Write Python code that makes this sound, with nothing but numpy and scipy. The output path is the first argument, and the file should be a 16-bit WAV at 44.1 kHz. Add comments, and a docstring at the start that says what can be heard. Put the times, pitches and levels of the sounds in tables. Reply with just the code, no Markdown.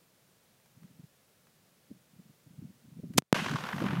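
"""A bottle on a hay bale blows up in an open field: a short tearing hiss runs into three shock cracks.
They overload the microphone, which sticks and goes deaf, then lets go with a thump.
Echoes rattle back over the fading roar of the field and debris patters down, while stirred air
buffets the microphone. Before the blast there is only a quiet bed of air and light puffs of wind."""
import sys
import numpy as np
from scipy import signal
from scipy.fft import rfft, irfft
from scipy.io import wavfile
from scipy.ndimage import uniform_filter1d

SR = 44100
rng = np.random.default_rng(int(sys.argv[2]) if len(sys.argv) > 2 else 0)


def digitize_waveform(pressure):
    """Quantize a signal to 16-bit integers and store it at the path in sys.argv[1].

    Rows of a 2-D input are taken as channels; values are limited to [-1, 1].
    """
    field = np.atleast_2d(pressure).T
    bounded = np.clip(field, -1, 1)
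    quanta = np.round(bounded * 32767).astype(np.int16)
    wavfile.write(sys.argv[1], SR, quanta)


N = 176400
T = np.arange(N) / SR
DEAF_FROM_S, DEAF_UNTIL_S = 3.2, 3.345  # the microphone's overload


def amp(db):
    """Decibels to gain."""
    return 10 ** (np.asarray(db) / 20)


def unit(x):
    """Scales to rms 1."""
    return x / np.sqrt(np.mean(x ** 2) + 1e-20)


def curve_at(points, hz):
    """Reads a curve on a log-frequency axis."""
    f, value = np.transpose(points)
    return np.interp(np.log(hz + 1), np.log(f + 1), value)


def colour(x, eq):
    """Shapes x with an EQ curve, then scales to rms 1."""
    return unit(irfft(rfft(x) * amp(curve_at(eq, np.fft.rfftfreq(N, 1 / SR))), N))


def noise(eq):
    """Noise through an EQ curve, at rms 1."""
    return colour(rng.standard_normal(N), eq)


def fader(points):
    """Gain that rides through (time, dB) points."""
    return amp(np.interp(T, *np.transpose(points)))


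def impacts(per_s, spread_db):
    """Random clicks, a few of them large."""
    sizes = amp(spread_db * np.minimum(rng.exponential(1, N), 4))
    return sizes * rng.choice([-1, 1], N) * (rng.random(N) < per_s / SR)


def strike(start, fall_s, rise_s=0.001, hold_s=0):
    """Envelope with a quick attack, a hold and an exponential decay."""
    attack = np.clip((T - start) / rise_s + 1, 0, 1)
    return attack * np.exp(-np.maximum(T - start - hold_s, 0) / fall_s)


def swells(rows, width_s=0.0061):
    """Envelope with a short bell round each (time, dB) row."""
    power = sum(amp(db) ** 2 * np.exp(-np.minimum(((T - s) / width_s) ** 2, 100)) for s, db in rows)
    return np.sqrt(power)


# Tone of the still air and of the ticks: f/Hz, level/dB
AIR_EQ = [(15, -44), (25, -21), (48, -16), (123, 0.5), (179, 0), (284, -8), (392, -6.5), (461, -5.5),
          (587, -7), (654, -9), (955, -12.5), (1470, -13), (15800, -19.5)]
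TICK_EQ = [(200, -5.5), (500, -1.5), (900, -4.5), (1600, -2), (3000, -11.5), (9000, -14.5), (16000, -23.5)]
# Faint ticks before the blast: t/s, level/dB
TICKS = [(.599, -64), (.659, -61), (.833, -61.5), (1.47, -63.5), (3.137, -50.5)]


def background():
    """A bed of still field air, a thin electrical whine and a few ticks."""
    air = amp(-67) * noise(AIR_EQ)
    whine = amp(-86.5) * np.sqrt(2) * np.sin(2 * np.pi * 15000 * T)
    ticks = sum(amp(db) * strike(s, fall_s=0.0045) for s, db in TICKS) * noise(TICK_EQ)
    return air + whine + ticks


# Tone of the wind rumble, the eddies and their rasp: f/Hz, level/dB
WIND_EQ = [(20, -50.5), (35, -42.5), (74, -22.5), (115, -4), (160, 3.5), (230, -3), (340, -15.5),
           (500, -28.5), (900, -47), (2000, -79)]
EDDY_EQ = [(20, -32.5), (60, -15), (115, 0.5), (260, -1), (400, -6), (700, -15.5), (1500, -32.5),
           (2500, -48)]
RASP_EQ = [(100, -30), (300, -0.5), (380, 0), (580, -9.5), (850, -34), (2000, -64.5)]
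# Centres of the puffs, and of the rasp on the sharpest ones: t/s, level/dB
PUFFS = [(.776, -53.5), (.828, -52), (.85, -48.5), (.912, -54.5), (1.0, -48), (1.044, -48.5),
         (1.915, -43.5), (1.942, -60), (2.14, -58.5), (2.167, -59), (2.197, -48.5), (2.262, -56.5),
         (2.301, -58), (2.473, -53.5), (2.512, -53), (2.54, -57), (2.592, -43), (2.626, -43), (2.651, -42),
         (2.702, -50.5), (2.853, -54.5), (2.884, -54.5), (2.928, -50), (2.972, -47.5), (2.995, -42),
         (3.041, -39), (3.056, -48), (3.072, -45.5), (3.107, -39.5), (3.152, -46), (3.168, -37),
         (3.398, -39), (3.426, -35), (3.449, -40), (3.469, -37.5), (3.515, -33.5), (3.53, -32),
         (3.551, -31.5), (3.642, -39), (3.745, -33.5), (3.765, -34.5), (3.805, -36), (3.821, -34),
         (3.845, -33), (3.864, -29), (3.899, -33), (3.936, -29), (3.969, -35.5), (3.988, -34.5)]
RASPS = [(1.915, -54), (2.198, -61), (2.995, -54.5), (3.041, -49), (3.168, -47), (3.515, -45), (3.549, -39),
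         (3.821, -36), (3.845, -32.5), (3.936, -39)]
# Fader ride of the breeze: t/s, level/dB
BREEZE_RIDE = [(0, -83), (.7, -79), (.85, -62), (1.02, -69), (1.15, -86), (1.85, -76), (1.95, -61.5),
               (2.05, -79), (2.2, -61.5), (2.4, -79), (2.67, -58), (2.8, -70), (3.0, -56.5), (3.35, -44),
               (3.55, -45), (3.7, -53.5), (3.8, -40.5), (4.0, -36.5)]


def wind():
    """Puffs shed low, evenly strong eddies over the microphone, above a weak breeze."""
    rumble = noise(WIND_EQ)
    rumble_level = np.sqrt(abs(uniform_filter1d(rumble ** 2, size=400)) + 1e-6)
    eddies = colour(rumble / rumble_level, EDDY_EQ)
    breeze = fader(BREEZE_RIDE) * noise(WIND_EQ)
    puffs = amp(0.5) * eddies * swells(PUFFS)
    rasp = noise(RASP_EQ) * swells(RASPS)
    return puffs + rasp + breeze


# Tone of the midrange patter and the bright spray: f/Hz, level/dB
PATTER_EQ = [(100, -22.5), (500, 1), (1100, 5), (2000, -2), (3400, -8.5), (4800, -18.5), (8000, -28),
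             (12500, -26.5), (15800, -44)]
SPRAY_EQ = [(2000, -28.5), (5000, -0.5), (8000, -9), (12500, -7.5), (15800, -18)]
# Fader ride of the patter: t/s, level/dB
PATTER_RIDE = [(3.345, -55), (3.55, -50), (3.7, -43), (3.76, -47.5), (3.87, -43), (4.0, -43.5)]
# Drops spattering nearby: t/s, level/dB
DROPS = [(3.495, -51), (3.764, -52), (3.792, -50), (3.823, -53), (3.86, -51)]


def debris(spray_peak_s=3.73, spray_width_s=0.18):
    """Small bits patter down, with a swell of fine spray and a few near drops."""
    bits = colour(impacts(per_s=2500, spread_db=3.5), PATTER_EQ) * fader(PATTER_RIDE)
    spray_level = amp(-59) * np.exp(-0.5 * ((T - spray_peak_s) / spray_width_s) ** 2)
    spray = colour(impacts(per_s=1300, spread_db=1), SPRAY_EQ) * spray_level
    drops = noise(SPRAY_EQ) * sum(amp(db) * strike(s, fall_s=0.003) for s, db in DROPS)
    return bits + spray + drops


# Tone of the roar as it starts: f/Hz, level/dB
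ROAR_EQ = [(60, -30), (200, 8), (600, -0.5), (1000, -0.5), (1550, 4), (2300, 0.5), (2900, 2.5), (4200, -8),
           (6000, -9), (8000, -16), (12500, -20), (15800, -36)]
# Decay time across the roar's spectrum: f/Hz, T60/s
ROAR_DECAY = [(200, 1.25), (1500, 0.76), (4000, 1.24), (12000, 0.88)]
# Partials ringing after the blast: f/Hz, level/dB, T60/s
RING_PARTIALS = [(1507, -52, 1.1), (1552, -46, 1.3), (1616, -48, 1.2), (1890, -57, 1.2)]


def roar():
    """Scattered echoes from the field blur into a dying tail with a faint ring."""
    scatter = colour(impacts(per_s=15000, spread_db=2), ROAR_EQ)
    hz, t, bands = signal.stft(scatter, SR, nperseg=256)
    decay_db = -60 * np.maximum(t - DEAF_UNTIL_S, 0) / curve_at(ROAR_DECAY, hz)[:, None]
    wash = signal.istft(bands * amp(decay_db), SR)[1][:N]
    age = np.maximum(T - DEAF_UNTIL_S, 0)
    ring = sum(amp(db - 60 * age / t60) * np.sin(2 * np.pi * (f * age + rng.random()))
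               for f, db, t60 in RING_PARTIALS)
    return amp(-34) * wash + ring


# Tone of a slap: f/Hz, level/dB
ECHO_EQ = [(150, -18), (600, -4.5), (1150, 1.5), (1600, -0.5), (2300, -8.5), (3200, -11), (4500, -17.5),
           (8000, -30.5), (16000, -52)]
# Slaps off fence posts and trees: t/s, level/dB, treble shelf/dB
ECHOES = [(3.346, -30, 0), (3.353, -29.5, -3), (3.364, -29.5, -6), (3.382, -34, -10), (3.391, -35.5, -11),
          (3.397, -32.5, -12), (3.443, -36, 7), (3.461, -30.5, 2), (3.483, -33, -1), (3.494, -35, 5),
          (3.512, -35, 8.5), (3.536, -35, 5), (3.558, -33, 3.5), (3.565, -37, 2), (3.586, -34, -3),
          (3.606, -39, 4), (3.638, -32, -3.5), (3.651, -38.5, -3), (3.667, -37, 1), (3.688, -37, 0),
          (3.71, -42.5, -3), (3.729, -35, -4), (3.763, -42, 4), (3.782, -36.5, -2), (3.803, -36.5, -4),
          (3.821, -37, -1), (3.84, -37, 1), (3.864, -34, -6), (3.885, -35.5, -6), (3.907, -35.5, -6),
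          (3.932, -40, -5), (3.952, -38.5, -8), (3.97, -40, -10), (3.995, -39.5, -3)]


def echoes(shelf_hz=3700, tint_db=2):
    """Each echo is a brief smeared slap, slightly coloured by what threw it back."""
    rattle = np.zeros(N)
    for s, db, treble_db in ECHOES:
        eq = [(f, level + treble_db * (f > shelf_hz) + tint_db * rng.standard_normal())
              for f, level in ECHO_EQ]
        rattle += amp(db) * strike(s, fall_s=0.003, rise_s=0.00091, hold_s=0.0036) * noise(eq)
    return rattle


# Tone of the tearing hiss: f/Hz, level/dB
TEAR_EQ = [(200, -15.5), (1500, -15), (2800, -6.5), (4200, -7), (6500, 0), (8500, -5.5), (10000, -8.5),
           (12000, -7), (16000, -20)]


def tear(end_s=3.1828, length_s=0.008, hold_s=0.0028, rise_db_per_s=3600, fall_s=0.0032):
    """A bright hiss swells and holds up to the first shock, then drops to a short tail."""
    age = T - end_s
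    swell = amp(rise_db_per_s * np.minimum(age + hold_s, 0)) * (age > -length_s)
    tail = amp(-11) * np.exp(-abs(age) / fall_s)
    return amp(-18.5) * np.where(age < 0, swell, tail) * noise(TEAR_EQ)


def mic_bass_cut(x, ring_hz=166, q=1.45, low_hz=137):
    """The microphone's steep bass cut, which rings briefly at its edge and turns steps into thumps."""
    w = 2 * np.pi * ring_hz
    ringing = signal.lfilter(*signal.bilinear([1, 0, 0], [1, w / q, w * w], SR), x)
    b, a = signal.butter(1, low_hz, "high", fs=SR)
    return signal.lfilter(b, a, signal.lfilter(b, a, ringing))


# Three shock cracks, then the overloaded microphone sticks and lets go with a thump:
# t/s, relative spike height, relative step height
CRACKS_AND_OVERLOAD = [ (3.18283, .68, -.66), (3.18367, .58, -.07), (3.18662, .72, -.05), (3.2220, 0, .012),
                       (3.32770, 0, .78), ]


def blast(spike_s=0.00006, top_hz=13000):
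    """The hiss runs into three shock cracks; the overloaded mic sticks, then lets go with a thump."""
    mic_signal = np.zeros(N)
    for s, spike, step in CRACKS_AND_OVERLOAD:
        onset = np.clip((T - s) * SR, 0, 1)
        held = np.clip((T - s - spike_s) * SR, 0, 1)
        mic_signal += spike * (onset - held) + step * held
    rounded = signal.lfilter(*signal.butter(1, top_hz, fs=SR), mic_signal)
    return mic_bass_cut(amp(-0.5) * rounded + tear())


def scene():
    """The mix: overload ducks the bed and mutes the wind; the aftermath opens as the mic recovers."""
    recovered = np.clip((T - DEAF_UNTIL_S) / 0.00092 + 1, 0, 1)
    deaf = np.clip((T - DEAF_FROM_S) / 0.014, 0, 1) * (1 - recovered)
    aftermath = recovered * (roar() + echoes() + debris())
    ambience = background() * amp(-16 * deaf) + wind() * (1 - deaf)
    return (ambience + blast() + aftermath)[None]


def record(dry):
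    """A steep low-pass takes off the top above 16 kHz."""
    low_pass = signal.firwin(255, 16000, window=("kaiser", 8), fs=SR)
    return signal.oaconvolve(dry, low_pass[None], "same")


dry = scene()
out = record(dry)
digitize_waveform(out)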